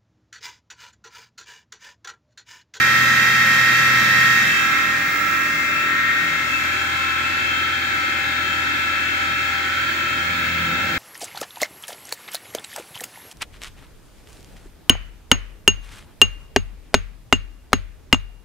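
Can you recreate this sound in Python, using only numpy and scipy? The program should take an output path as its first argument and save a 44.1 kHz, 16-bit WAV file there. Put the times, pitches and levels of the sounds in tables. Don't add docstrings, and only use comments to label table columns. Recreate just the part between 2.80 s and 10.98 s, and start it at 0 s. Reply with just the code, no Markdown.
import sys
import numpy as np
from scipy import signal
from scipy.fft import rfft, irfft, next_fast_len
from scipy.io import wavfile
from scipy.ndimage import map_coordinates

SR = 44100
rng = np.random.default_rng(int(sys.argv[2]) if len(sys.argv) > 2 else 0)


def int16_out(signal):
    q = np.round(np.clip(np.atleast_2d(signal).T, -1, 1) * 32767)
    wavfile.write(sys.argv[1], SR, q.astype(np.int16))


N = 360736


# t/s, f/Hz
SET_SPEED = [(0, 264.7), (4.5, 264.7), (8.18, 264.0)]
HUNT_PER_S, HUNT_HZ, WANDER_HZ = 1.98, 0.45, 0.35
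SPINDLE_SHARE = 41.68 / 264.4
# t/s, place (beyond 0 or 2 the tone levels stay put)
MIC_PATH = [(0, 0), (1.4, -0.26), (1.8, 0.64), (2.2, 0.7), (3.4, 1.18), (3.8, 1.7), (4.5, 2.5),
            (8.18, 2.03)]
# multiple, level/dB at cutter, door, room, t/s of one standing-wave node,
# time from node to node/s, share of the lean (0-1)
CLEAR_WHINES = [(3, -44.5, -48, -45.5, 3.17, 2.3, 0.07), (4, -40, -45.5, -52.5, 2.32, 0.67, 0.16),
                (5, -24.5, -30, -32.5, 2.23, 0.57, 0.8), (7, -19.7, -29, -38, 1.82, 0.586, 0.46),
                (8, -30.5, -29.5, -35, 2.15, .43, 0.8), (10, -30, -32, -34.5, 2.33, 1.35, .75),
                (12, -36.5, -50.5, -42, 2.67, 1.9, 1), (14, -37, -45, -43.5, 2.44, 1.6, 1)]
# multiple, level/dB at cutter, door, room
WEAK_WHINES = [(2, -49.5, -55.4, -53.8), (6, -36.4, -44.2, -45.4), (9, -32.6, -35.9, -40.1),
               (11, -51.6, -59.3, -56.1), (13, -51.9, -59.5, -57.1), (15, -40.7, -51.0, -48.9),
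               (16, -46.2, -55.4, -50.5), (17, -46.5, -52.9, -52.3), (19, -48.3, -57.3, -55.8),
               (20, -50.8, -59.2, -60.6), (21, -47.6, -55.5, -62.2)]
# (squashed later, not dB)
WHINE_LEAN = [(0, -1), (1.7, -4), (2.6, -2), (3.2, 13), (5, 11), (6.7, 13), (8.18, 5)]
# t/s, depth of their pattern (0-1)
STANDING_DEPTH = [(1.45, 0), (1.8, 0.7), (2.4, 0.5), (3.3, 0.17), (4.4, 0), (4.8, 0.06)]
# t/s of the middle, multiple,
# time from the middle until the gain has shrunk to 37 percent/s, gain/dB
WHINE_SWELLS = [(1.787, 10, 0.093, 5.5), (1.81, 12, 0.1, 11), (1.914, 5, 0.031, 0), (2.95, 10, 0.21, 0.5),
                (3.3, 7, 0.17, 5), (3.755, 10, 0.048, 11), (4.1, 4, 0.41, 12), (4.226, 10, 0.087, 7),
                (4.472, 10, 0.048, 7.5), (4.9, 12, .18, 8), (7.3, 12, .2, 6.5)]
WHINE_FADE = [.13, .3, .5]
# t/s, load (0 free, 1 full)
SPINDLE_LOAD = [(0, 0), (7.33, 0), (7.45, 0.84), (7.9, 1.08), (8.05, 0.6), (8.18, 1)]
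# multiple, level/dB at cutter, door, room, level/dB under load
SPINDLE_HUM = [(1, -65.6, -69.3, -69.8, -70.8), (2, -49.6, -45.8, -42.4, -39.0),
               (3, -35.2, -54.1, -51.3, -49.3), (4, -52.0, -48.6, -54.3, -38.1),
               (5, -43.0, -53.0, -67.5, -50.1), (6, -51.0, -47.6, -50.3, -42.4),
               (7, -46.3, -41.0, -49.1, -62.6), (8, -49.6, -53.9, -52.8, -49.6),
               (9, -49.7, -49.2, -53.5, -56.9), (12, -55.2, -64.9, -62.7, -50.7)]
# f/Hz at mean motor speed, level/dB at cutter, door, room
GEAR_TONES = [(100, -50.9, -59.8, -53.2), (225, -41.5, -56.7, -68.7), (548, -51.2, -57.7, -52.6),
              (602, -54.6, -49.1, -52.0), (880, -48.8, -59.6, -53.2), (999, -51.2, -59.0, -52.6),
              (1161, -48.2, -45.5, -53.9), (1229, -42.3, -42.4, -64.2), (1281, -43.2, -44.2, -44.1),
              (1357, -34.6, -31.8, -35.0), (1406, -39.7, -45.1, -39.8), (1498, -39.2, -44.9, -39.1),
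              (1550, -49.3, -46.9, -47.9), (1624, -31.2, -32.4, -46.1), (1665, -32.4, -36.7, -41.8),
              (1688, -33.1, -41.9, -36.4), (1736, -40.4, -41.1, -47.1), (1937, -30.3, -39.0, -46.7),
              (1975, -36.3, -45.3, -50.4), (2016, -43.4, -44.2, -53.9), (2074, -40.0, -41.9, -42.1),
              (2227, -40.3, -49.5, -46.3), (2340, -45.6, -41.9, -42.0), (2422, -39.1, -42.8, -56.4),
              (2516, -41.8, -46.7, -42.0), (2709, -39.1, -45.1, -45.9), (3132, -45.5, -56.6, -48.9),
              (3205, -38.8, -52.0, -43.1), (3392, -49.9, -50.6, -47.7), (3480, -44.0, -50.5, -49.4),
              (4455, -44.1, -55.6, -52.7), (4540, -45.1, -55.7, -50.6)]
# t/s, gear rasp level/dB, cutter hiss level/dB
NOISE_LEVELS = [(0, -22.9, -34), (1.55, -21.5, -34.5), (2.2, -26, -40.5), (2.8, -30.5, -41),
                (3.15, -26, -44), (3.7, -27, -42), (4.5, -27, -44.6), (8.18, -27.5, -45)]
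# level/dB at cutter, door, room
RUMBLE_LEVELS = [-35, -39, -40]
# f/Hz, relative level/dB at cutter, in the room
RUMBLE_COLOUR = [(20, -88, -95), (60, -72.5, -79.5), (150, -59, -67), (215, -59, -70.5), (275, -65.5, -64),
                 (382, -66.5, -69.5), (460, -68, -78.5), (540, -68.5, -76.5), (950, -70, -75.5),
                 (1310, -67, -88), (2500, -120, -120)]
RASP_COLOUR = [(740, -100, -100), (1172, -62.5, -74.5), (1426, -55.5, -62.5), (1680, -57, -57.5),
               (1980, -46, -63.5), (2400, -64, -65), (2750, -57, -65), (2540, -70, -88), (2945, -67.5, -71),
               (3230, -62, -68), (4060, -67.5, -74), (5200, -115, -85.5), (9000, -120, -120)]
HISS_COLOUR = [(2510, -110, -110), (4460, -69.5, -83.5), (4940, -67.5, -79), (7170, -71.5, -77),
               (9000, -85, -91.5), (10840, -82.5, -88), (11000, -78.5, -86), (15500, -80, -91)]
# f/Hz, relative level/dB
SHUDDER_COLOUR = [(20, -55), (40, -30), (85, 4), (115, -4), (260, 2), (410, -18), (540, -2), (680, -13),
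                  (1100, -18), (2500, -70)]
# t/s, level/dB
SHUDDER_LEVELS = [(0, -88), (7.2, -68), (7.6, -46), (7.95, -36), (8.18, -34)]
# t/s, level/dB of each
WHISTLE_LEVELS = [(0, -54.5), (1.5, -51), (2.8, -49), (4.2, -60), (6.0, -55), (7.2, -55), (8.0, -50)]
# f/Hz, side minus mid level/dB (tones add an offset)
STEREO_WIDTH = [(30, -10), (80, -19), (250, -10.5), (600, -8.5), (1300, -0.5), (2200, -1.5), (6000, 0),
                (15000, 0.5)]

TOP_HZ = 15740
HOP = 88


def motor(phase):
    lean, = curves(WHINE_LEAN)
    fade = at_place(WHINE_FADE)
    low_echo_db, high_echo_db = at_place([-8, 1.5, 1.5]), 2
    whine = 0
    for k, *db, node_s, spacing_s, share in CLEAR_WHINES:
        level_db = at_place(db) + standing_db(node_s, spacing_s) + swell_db(k) - 0.4
        echo_db = low_echo_db if k < 8 else high_echo_db
        whine = whine + tone(k * phase, k * 264, level_db, rough=0.025 * k, fade=fade,
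                             lean=share * lean, echo_db=echo_db)
    for k, *db in WEAK_WHINES:
        whine = whine + tone(k * phase, k * 264, at_place(db) + 0.074, rough=0.41, fade=0.34)
    return whine


def speed():
    hunt = HUNT_HZ * np.cos(2 * np.pi * HUNT_PER_S * ticks())
    return curves(SET_SPEED)[0] + hunt + WANDER_HZ * wobble(7)


def standing_db(node_s, spacing_s):
    depth, = curves(STANDING_DEPTH)
    reflection = depth * np.exp(2j * np.pi * (ticks() - node_s) / spacing_s)
    return 20 * np.log10(np.abs(1 - reflection) / np.hypot(1, depth))


def swell_db(multiple):
    return sum(db * np.exp(-((ticks() - middle_s) / spread_s) ** 2)
               for middle_s, k, spread_s, db in WHINE_SWELLS if k == multiple)


def spindle(phase):
    load, = curves(SPINDLE_LOAD)
    hum = 0
    for k, *db, loaded_db in SPINDLE_HUM:
        level_db = at_place(db) * (1 - load) + loaded_db * load - 0.3
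        hum = hum + tone(k * phase, k * 42, level_db, rough=0.059, fade=0.089, lean=-0.5)
    return hum


def gears(phase):
    mean_hz = 264.4
    return sum(tone(hz / mean_hz * phase, hz, at_place(db) + 0.23, rough=0.65, fade=0.5, echo_db=4.5)
               for hz, *db in GEAR_TONES)


def friction(phase):
    rasp_db, hiss_db = curves(NOISE_LEVELS)
    turns = phase * SPINDLE_SHARE / (2 * np.pi)
    pulse = np.cos(2 * np.pi * turns)
    rumble_gain = fast(amp(at_place(RUMBLE_LEVELS) - 0.45 + 0.58 * wobble(8)))
    rumble = rumble_gain * rush(RUMBLE_COLOUR, turns, memory=0.22, ripple_db=1.0)
    rasp_gain = fast(amp(rasp_db - 1.3 + 0.56 * wobble(9)))
    rasp = rasp_gain * rush(RASP_COLOUR, turns, memory=0.42, ripple_db=3.5) * (1 + 0.037 * pulse)
    hiss_gain = fast(amp(hiss_db + 2.0 + 0.25 * wobble(14)))
    hiss = hiss_gain * rush(HISS_COLOUR, turns, memory=0.28, ripple_db=3.1)
    hiss = hiss * (1 + 0.036 * pulse + 0.05 * np.cos(phase))
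    return rumble + rasp + hiss


def shudder():
    level_db, = curves(SHUDDER_LEVELS)

    def colour(f):
        mid_and_side = np.array([np.ones_like(f), amp(along(STEREO_WIDTH, f))])
        return amp(along(SHUDDER_COLOUR, f)) * mid_and_side

    pair = filtered(rng.standard_normal((2, N)), colour)
    return fast(amp(level_db)) * pair / pair[0].std()


def drives():
    pitches_hz = (15320, 15654)
    level_db = curves(WHISTLE_LEVELS)[0] + 1.2 * wobble(6)
    return sum(tone(angle_of(hz + 3 * wobble(1.2)), hz, level_db, rough=0.05, fade=0.35)
               for hz in pitches_hz)


def tone(phase, hz, db, rough, fade, lean=0, echo_db=0):
    mid = (1 + fade * flutter(7) + rough * flutter(55)) / np.sqrt(1 + fade ** 2 + rough ** 2)
    quarter = 1j * rng.choice([-1, 1]) * np.exp(0.5j * wobble(1.0))
    echo = unit(quarter + 0.5 * flutter(5) + rough * flutter(55))
    side = amp(along(STEREO_WIDTH, hz) + echo_db - 4.0) * echo + np.tanh(lean / 9) * mid
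    angle = ((phase + rng.uniform(0, 2 * np.pi)) % (2 * np.pi)).astype(np.float32)
    cos, sin = np.cos(angle), np.sin(angle)
    strengths = np.sqrt(2) * amp(db) * np.array([mid, side])
    return np.array([fast(z.real) * cos - fast(z.imag) * sin for z in strengths])


def rush(colours, turns, memory, ripple_db):
    hz, near, far = np.transpose(colours)
    pair = turn_noise(turns, memory)

    def at_end(db):
        def colour(f):
            return amp(along(np.c_[hz, db], f) + ripple_db * panels(f, spacing_hz=55.3))

        x = filtered(pair, lambda f: np.array([colour(f), colour(f) * amp(along(STEREO_WIDTH, f))]))
        return x / x[0].std()

    close, distant = at_end(near), at_end(far)
    away = fast(np.clip(curves(MIC_PATH)[0] / 2.0, 0, 1))
    return close * (1 - away) + distant * away


def turn_noise(turns, memory):
    size = round(N / turns[-1])
    fresh = rng.standard_normal((2, int(turns[-1]) + 9, size))
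    rows = signal.lfilter([1], [1, -memory], fresh, axis=1)
    spots = np.round((turns + 7) * size).astype(int)
    return unit(rows.reshape(2, -1)[:, spots])


def panels(hz, spacing_hz):
    return map_coordinates(rng.standard_normal(4096), [hz / spacing_hz], order=1, mode="mirror")


def at_place(levels):
    return np.interp(curves(MIC_PATH)[0], np.arange(3), levels)


def angle_of(hz):
    return 2 * np.pi * np.cumsum(fast(hz), dtype=float) / SR


def wobble(rate):
    knots = rng.standard_normal(2048)
    return unit(map_coordinates(knots, [ticks() * rate], mode="mirror"))


def flutter(rate):
    return unit(wobble(rate) + 1j * wobble(rate))


def filtered(x, response):
    m = next_fast_len(N + 8192)
    return irfft(rfft(x, m) * response(np.fft.rfftfreq(m, 1 / SR)), m)[..., :N]


def ticks():
    return np.arange(N // HOP + 2) * HOP / SR


def curves(rows):
    s, *cols = np.transpose(rows)
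    return [np.interp(ticks(), s, c) for c in cols]


def fast(slow):
    slow = slow.astype(np.float32)
    ramp = np.arange(HOP, dtype=np.float32) / HOP
    return (slow[:-1, None] + np.diff(slow)[:, None] * ramp).ravel()[:N]


def along(points, hz):
    f, v = np.transpose(points)
    return np.interp(np.log(hz + 1), np.log(f + 1), v)


def amp(db):
    return 10 ** (np.asarray(db) / 20)


def unit(x):
    return x / np.sqrt(np.mean(np.abs(x) ** 2) + 1e-20)


def scene():
    phase = angle_of(speed())
    turning = motor(phase) + spindle(phase * SPINDLE_SHARE) + gears(phase) + friction(phase)
    mid, side = turning + shudder() + drives()
    return np.array([mid + side, mid - side])


def record(dry):
    return filtered(dry, lambda hz: hz < TOP_HZ)


dry = scene()
out = record(dry)
int16_out(out)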